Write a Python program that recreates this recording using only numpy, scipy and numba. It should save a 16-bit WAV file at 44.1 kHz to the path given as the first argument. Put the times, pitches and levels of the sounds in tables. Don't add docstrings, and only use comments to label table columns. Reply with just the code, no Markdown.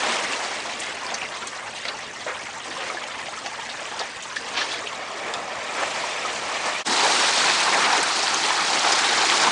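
import sys
import numpy as np
from scipy import signal
from scipy.fft import rfft, irfft, next_fast_len
from scipy.io import wavfile
from numba import njit

SR = 44100
rng = np.random.default_rng(int(sys.argv[2]) if len(sys.argv) > 2 else 0)


def wrap_up_sound(samples):
    columns = np.atleast_2d(samples).T
    tamed = np.clip(columns, -1, 1)
    steps = np.round(tamed * 32767).astype(np.int16)
    wavfile.write(sys.argv[1], SR, steps)


N = 419391
TIME = np.arange(N) / SR
BREAK_S, BREAK_HALF_S = 6.842, .04


def from_db(db):
    return 10 ** (np.asarray(db) / 20)


def rms_one(x):
    return x / np.sqrt(np.mean(x ** 2) + 1e-20)


def add(out, s, sound):
    at = max(round(s * SR), 0)
    out[at:at + len(sound)] += sound[:max(N - at, 0)]


def cut(x, hz, kind, order=2):
    return signal.sosfilt(signal.butter(order, min(hz, .45 * SR), kind, fs=SR, output="sos"), x)


def band(water, low_hz, high_hz):
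    piece = water[rng.integers(N // 2):][:SR // 2]
    return cut(cut(piece, low_hz, "high", order=4), high_hz, "low", order=4)


def colour(x, points):
    hz, db = np.transpose(points)
    size = next_fast_len(N)
    grid = np.maximum(np.abs(np.fft.fftfreq(size, 1 / SR)), 1)
    log_gain = np.log(from_db(np.interp(np.log(grid), np.log(hz), db)))
    response = np.exp(np.conj(signal.hilbert(log_gain)))[:size // 2 + 1]
    return rms_one(irfft(rfft(x, size) * response, size)[:N])


def drift(rate):
    r = np.exp(-80 * np.pi * rate / SR)
    noise = rng.standard_normal(N // 40 + 2002)
    slow = signal.lfilter([1], [1, -2 * r, r * r], noise)[2000:]
    return np.interp(np.arange(N) / 40, np.arange(len(slow)), rms_one(slow))


def pops(per_s, spread_db):
    when, force, sign = rng.random((40000, 3))[:int(per_s * N / SR) + 1].T
    sizes = from_db(spread_db * np.minimum(-np.log(force), 4)) * np.sign(sign - .5)
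    return rms_one(np.bincount((when * N).astype(int), sizes, N))


@njit
def ring(rows, rise):
    out = np.zeros(N)
    for s, hz, gain, cycles in rows:
        at = int(s * SR)
        length = int(SR * cycles / hz) + 1
        angle = 2 * np.pi * hz / SR
        swing = gain + 0j
        step = np.exp(1j * angle - np.log(1000) / length)
        glide = np.exp(2j * angle * rise / length)
        for i in range(min(length, N - at)):
            out[at + i] += swing.imag * min(i * angle / np.pi, 1.)
            swing *= step
            step *= glide
    return out


def rocks(x, echo_db, t60=0.092, dull_hz=6000):
    t = TIME[:SR // 5]
    tail = cut(rng.standard_normal(len(t)), dull_hz, "low", order=1)
    tail = tail * from_db(-60 * t / t60) * (t > .002)
    return x + from_db(echo_db) * signal.fftconvolve(x, tail / np.linalg.norm(tail))[:len(x)]


# (frequency [Hz], relative level [dB per Hz])
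RUMBLE_COLOUR = [(20, -27), (35, -17.5), (60, -8.5), (110, -6.5), (200, -5), (400, -18)]
# (frequency [Hz], level [dB rms])
DRONE_TONES = [(91.5, -65), (137.5, -65), (229, -60.5)]


def shore(rumble_db=-58, thump_db=-4, waver=0.37):
    lumps_db = 1.8 * drift(7)
    thumps = from_db(thump_db) * cut(pops(per_s=12, spread_db=3.0), 160, "low")
    ground = cut(rng.standard_normal(N), 400, "low") + thumps
    out = colour(ground, RUMBLE_COLOUR) * from_db(rumble_db + lumps_db)
    for hz, db in DRONE_TONES:
        phase = 2 * np.pi * hz * TIME + waver * drift(1.9)
        out = out + from_db(db) * np.sqrt(2) * np.sin(phase)
    return out


# (rate [per s], base level [dB], spread [dB],
# lowest pitch [Hz], highest pitch [Hz], ring until 60 dB down [cycles])
STRAY_BUBBLES = [(24, -31.5, 0.5, 2450, 6900, 54), (30.2, -32, 2, 697, 3150, 36)]


def strays(rise=0.074, echo_db=-6):
    rows = []
    for per_s, base_db, spread_db, low_hz, high_hz, cycles in STRAY_BUBBLES:
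        for when, size, force in rng.random((500, 3))[:int(per_s * BREAK_S)]:
            hz = low_hz * (high_hz / low_hz) ** size
            gain = from_db(base_db + spread_db * (2 * force - 0.5))
            rows.append((when * BREAK_S, hz, gain, cycles))
    return rocks(ring(np.array(rows), rise), echo_db)


def plop(hz, cycles, rise=0.045, top_hz=9000, snap_db=-15, snap_s=.001, swell_cycles=1.0):
    t = TIME[:SR // 5]
    tone = ring(np.array([[0., hz, 1., cycles]]), rise)[:len(t)]
    tone = tone * (1 - np.exp(-t * hz / swell_cycles))
    hiss = cut(rng.standard_normal(len(t)), hz / 2, "high")
    hiss = rms_one(cut(hiss, min(2 * hz, top_hz), "low", order=3))
    snap = from_db(snap_db) * min(hz / 3000, 1) * hiss * np.exp(-t / snap_s)
    return rocks(tone / np.abs(tone).max() + snap, echo_db=-7.5)


# (time [s], peak of the bare tone [dB], starting pitch [Hz])
GULP_BUBBLES = [(0.086, -32, 225), (1.028, -27, 1040), (1.122, -25, 755), (1.86, -31, 644),
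                (2.265, -22, 624), (2.766, -25.5, 1050), (2.78, -29, 530), (2.899, -24, 1210),
                (2.946, -24, 730), (3.284, -27, 740), (3.375, -27, 1240), (3.461, -27, 690),
                (3.588, -27, 900), (4.003, -27, 536), (4.016, -21, 793), (5.82, -22, 640),
                (6.039, -18, 994), (6.249, -20, 1210), (8.505, -13.5, 974)]
# (time [s], peak of the bare tone [dB], starting pitch [Hz])
DRIP_BUBBLES = [(0.334, -16, 2660), (1.066, -21, 4760), (1.103, -23.5, 3440), (1.1443, -15, 6050),
                (1.214, -22, 2370), (1.218, -19.5, 2650), (1.231, -25, 2620), (1.251, -23, 2070),
                (1.853, -20, 2040), (1.886, -22, 3820), (1.991, -25.5, 1870), (2.901, -22, 2220),
                (2.971, -22, 1700), (3.701, -27, 4100), (4.013, -20, 3560), (4.366, -16.5, 1750),
                (4.615, -17, 1720), (4.8703, -22, 2530), (4.873, -18.5, 3070), (5.339, -17, 3520),
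                (8.28, -12.5, 4460), (8.345, -10, 6200)]
GULP_CYCLES, DRIP_CYCLES = 29, 29


def plops():
    out = np.zeros(N)
    for s, peak_db, hz in GULP_BUBBLES:
        add(out, s, from_db(peak_db) * plop(hz, GULP_CYCLES))
    for s, peak_db, hz in DRIP_BUBBLES:
        add(out, s, from_db(peak_db) * plop(hz, DRIP_CYCLES))
    return out


def swarm(per_s, spread_db, cycles, rise, clump_db, clump_s=.012, count=8):
    chance = rng.random((int(per_s / count * N / SR), count + 1, 5))
    when, size, vigour = np.repeat(chance[:, 0, :3], count, axis=0).T
    delay, detune, force, life, sign = chance[:, 1:].reshape(-1, 5).T
    low_root, high_root = np.sqrt(130), np.sqrt(11500)
    clump_hz = (low_root + size * (high_root - low_root)) ** 2
    hz = clump_hz * 2 ** (detune - .5)
    level_db = spread_db * np.minimum(-np.log(force), 4) + clump_db * np.minimum(-np.log(vigour), 3)
    gain = hz ** .75 * from_db(level_db) * np.sign(sign - .5)
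    born = when * N / SR - abs(clump_s) * np.log(delay)
    lasts = cycles * (.5 + life) * (hz / 1000) ** 0.26
    return rms_one(ring(np.column_stack([born, hz, gain, lasts]), rise))


def burst(water, level_db, length, attack_share=0.17):
    t = TIME[:SR // 3]
    envelope = (1 - np.exp(-t / (attack_share * length))) * np.exp(-t / length)
    return from_db(level_db) * rms_one(water[:len(t)] * envelope) / rms_one(envelope).max()


# (time [s], crest level before echo [dB], decay time [s], upper band edge [Hz])
ROCK_SLAPS = [(0.023, -32, 0.065, 4470), (1.852, -24, 0.0031, 4540), (1.879, -35.5, 0.046, 1690),
              (2.261, -30, 0.05, 2220), (2.803, -30, 0.014, 3400), (3.46, -26.5, 0.005, 6100),
              (3.995, -29, 0.028, 1900), (4.358, -29.5, 0.015, 6000), (4.53, -32.5, 0.06, 4000),
              (4.564, -24, 0.035, 4750), (4.607, -27, 0.015, 4700), (5.771, -27.5, 0.044, 1920),
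              (5.82, -25, 0.014, 2200), (7.233, -24, 0.008, 4000), (7.478, -22, 0.012, 3800),
              (7.496, -16.5, 0.0045, 5000), (7.839, -21, 0.008, 3020)]
# (time [s], crest level before echo [dB], decay time [s], band centre [Hz])
STONE_SPATTERS = [(0.799, -30.5, 0.0074, 7400), (1.14, -27, 0.0061, 5100), (1.471, -28, 0.004, 6400),
                  (1.882, -24.5, 0.0043, 3340), (3.692, -34.5, 0.014, 4100), (3.991, -26.5, 0.007, 4880),
                  (4.222, -35, 0.0082, 7060), (4.703, -33, 0.045, 3840), (5.3375, -24.5, 0.0018, 5300),
                  (8.03, -19.5, 0.0022, 7400), (8.92, -17.5, 0.0047, 5500)]


def slaps(low_hz=430, spatter_width=1.03, foam_db=-3, drops_db=-5):
    out = np.zeros(N)
    bubbles = swarm(per_s=7100, spread_db=-3, cycles=25, rise=0.11, clump_db=-1)
    foam = from_db(foam_db) * rng.standard_normal(N)
    drops = from_db(drops_db) * pops(per_s=650, spread_db=2.5)
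    splash = bubbles + foam + drops
    for s, level_db, length, bright_hz in ROCK_SLAPS:
        slap = burst(band(splash, low_hz, bright_hz), level_db, length)
        add(out, s, rocks(slap, echo_db=-6.5))
    for s, level_db, length, hz in STONE_SPATTERS:
        spatter = burst(band(splash, hz / spatter_width, hz * spatter_width), level_db, length)
        add(out, s, rocks(spatter, echo_db=-4.5))
    return out


# (crest time [s], crest level [dB] before the bell shape is applied,
# half length [s], band centre [Hz])
WASH_TUMBLES = [(0.057, -28.5, 0.046, 800), (0.408, -31.5, 0.038, 880), (6.68, -33, 0.053, 940),
                (6.908, -30.5, 0.028, 288), (7.772, -25, 0.027, 720), (7.85, -30.5, 0.022, 480),
                (7.983, -30.5, 0.034, 450), (8.87, -22.5, 0.025, 890), (9.346, -25, 0.025, 950),
                (9.46, -22.5, 0.022, 840), (9.466, -34, 0.018, 303)]


def tumbles(bubbles, width=1.23):
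    out, t = np.zeros(N), TIME[:SR // 2]
    for s, level_db, length, hz in WASH_TUMBLES:
        start = max(s - t.mean(), 0)
        cloud = rms_one(band(bubbles, hz / width, hz * width))
        bell = np.exp(-.5 * ((start + t - s) / length) ** 2)
        add(out, start, from_db(level_db) * cloud * bell)
    return out


def droplets(per_s, spread_db, patchy_db=1.5, cycles=17, low_hz=2400, high_hz=10500, rise=0.15):
    when, size, force = rng.random((20000, 3))[:int(per_s * N / SR)].T
    hz = low_hz + size * (high_hz - low_hz)
    gain = hz ** .5 * from_db(spread_db * np.minimum(-np.log(force), 4))
    lasts = np.full(len(hz), 1. * cycles)
    pips = ring(np.column_stack([when * N / SR, hz, gain, lasts]), rise)
    return rms_one(pips * from_db(2 * patchy_db * np.tanh(drift(14) / 2)))


EBB_DB, EBB_DB_PER_S, EBB_SPRAY_DB = -26.5, 10.5, -3.5
TRICKLE_DB, TRICKLE_SPRAY_DB = -38, -3.5
SURGE_RISE_S = 0.23
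# (crest time [s], churn level [dB], spray level [dB], ebb [dB per s])
GAP_SURGES = [(1.13, -36.5, -56, 41), (2.82, -34.5, -40.5, 16.5), (3.94, -37.5, -42, 70),
              (4.66, -31.5, -35.5, 67), (5.3, -32.5, -41, 16), (5.83, -33, -32.5, 3.5),
              (6.68, -35, -32.5, 20)]


def gap_flow():
    ebb = from_db(EBB_DB - EBB_DB_PER_S * TIME) * from_db([[0], [EBB_SPRAY_DB]])
    trickle = from_db(TRICKLE_DB) * from_db([[0], [TRICKLE_SPRAY_DB]])
    power = ebb ** 2 + trickle ** 2
    for s, churn_db, spray_db, ebb_db_per_s in GAP_SURGES:
        swelling = np.exp(np.minimum(TIME - s, 0) / SURGE_RISE_S)
        draining = from_db(-ebb_db_per_s * np.maximum(TIME - s, 0))
        power = power + (from_db([[churn_db], [spray_db]]) * swelling * draining) ** 2
    return 10 * np.log10(power)


# (time [s], churn level [dB], spray level [dB])
SLAB_LEVELS = [(6.9, -25, -23.5), (7.06, -21.5, -22), (7.35, -24, -22.5), (7.62, -23, -23),
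               (7.8, -21.5, -25), (8.02, -22.5, -24.5), (8.12, -25.5, -25.5), (8.62, -24.5, -25),
               (9.1, -23, -23), (9.45, -22, -22.5)]


def slab_flow():
    s, *levels = np.transpose(SLAB_LEVELS)
    return [np.interp(TIME, s, db) for db in levels]


def wash(flow, spectrum, sparse, dense, ticks, foam_db, churn_gain_db, spray_gain_db, split_hz=2500, lap_db=.55):
    churn_db, spray_db = flow
    crowding = np.interp(churn_db, [-34, -29], [0, 1])
    bubbles = np.sqrt(1 - crowding) * sparse + np.sqrt(crowding) * dense
    foam = from_db(foam_db) * rng.standard_normal(N)
    water = colour(bubbles + ticks + foam, spectrum)
    churn = rms_one(cut(water, split_hz, "low", order=3)) * from_db(churn_db + churn_gain_db)
    spray = rms_one(cut(water, split_hz, "high", order=3)) * from_db(spray_db + spray_gain_db)
    return (churn + spray) * from_db(lap_db * drift(22))


def roll(water, depth_db=1.67, rate=11, low_hz=180, high_hz=900, count=5):
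    for hz in np.geomspace(low_hz, high_hz, count):
        hollow = signal.lfilter(*signal.iirpeak(hz, 2, fs=SR), water)
        water = water + (from_db(depth_db * np.clip(drift(rate), -2, 2)) - 1) * hollow
    return water


# (frequency [Hz], relative level [dB per Hz])
DRAINING_COLOUR = [(60, -39), (150, -20.5), (220, -10.5), (280, -8.5), (400, -6), (560, -3.5), (1100, -2.5),
                   (1430, -6.5), (1750, -3.5), (3200, -7), (6300, -11.5), (9000, -18), (10500, -33)]
# (frequency [Hz], relative level [dB per Hz])
FILLING_COLOUR = [(60, -46), (150, -14), (220, -8), (350, -5), (500, 0.5), (620, 3.5), (900, 1),
                  (1280, 0.5), (1450, -5.5), (1800, -2), (2050, -6), (2300, -4), (2700, -10), (3800, -15.5),
                  (7500, -21.5), (9700, -30.5), (10500, -46.5)]
# (frequency [Hz], relative level [dB per Hz])
STONE_SLAB_COLOUR = [(60, -46), (130, -19.5), (220, -11.5), (350, -6.5), (590, -6.5), (790, 1), (1200, -2),
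                     (2400, -4.5), (2800, -7), (4300, -5.5), (7600, -13.5), (9700, -21), (10600, -36.5)]
SWELL_START_S, SWELL_FULL_S = 4.7, 5.0


def waves():
    clicks = cut(pops(per_s=260, spread_db=4.0), 1400, "high")
    ticks = droplets(per_s=330, spread_db=3.0) + from_db(-4.5) * clicks
    gurgle = swarm(per_s=2300, spread_db=2.0, cycles=79, rise=0.045, clump_db=0.3)
    froth = swarm(per_s=4500, spread_db=0.0, cycles=64, rise=0.057, clump_db=-0.5)
    gap = gap_flow()
    drain = wash(gap, DRAINING_COLOUR, gurgle, froth, from_db(-7.0) * ticks,
                 foam_db=-0.5, churn_gain_db=1.06, spray_gain_db=1.0)
    swell = wash(gap, FILLING_COLOUR, gurgle, froth, from_db(-12) * ticks,
                 foam_db=2.0, churn_gain_db=1.95, spray_gain_db=2.0)
    slab = wash(slab_flow(), STONE_SLAB_COLOUR, gurgle, froth, from_db(-7.5) * ticks,
                foam_db=1.5, churn_gain_db=0.3, spray_gain_db=-0.56)
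    filled = np.interp(TIME, [SWELL_START_S, SWELL_FULL_S], [0, 1])
    gap_water = np.sqrt(1 - filled) * drain + np.sqrt(filled) * swell
    return np.where(TIME < BREAK_S, gap_water, roll(slab)) + tumbles(froth)


def scene():
    mono = shore() + strays() + plops() + slaps() + waves()
    fade = np.minimum(np.abs(TIME - BREAK_S) / BREAK_HALF_S, 1)
    mono = mono * np.maximum(np.sin(np.pi / 2 * fade) ** 2, .02)
    return np.array([mono, mono])


def record(dry, cutoff_hz=10480):
    return signal.sosfilt(signal.ellip(10, .2, 80, cutoff_hz, fs=SR, output="sos"), dry)


dry = scene()
out = record(dry)
wrap_up_sound(out)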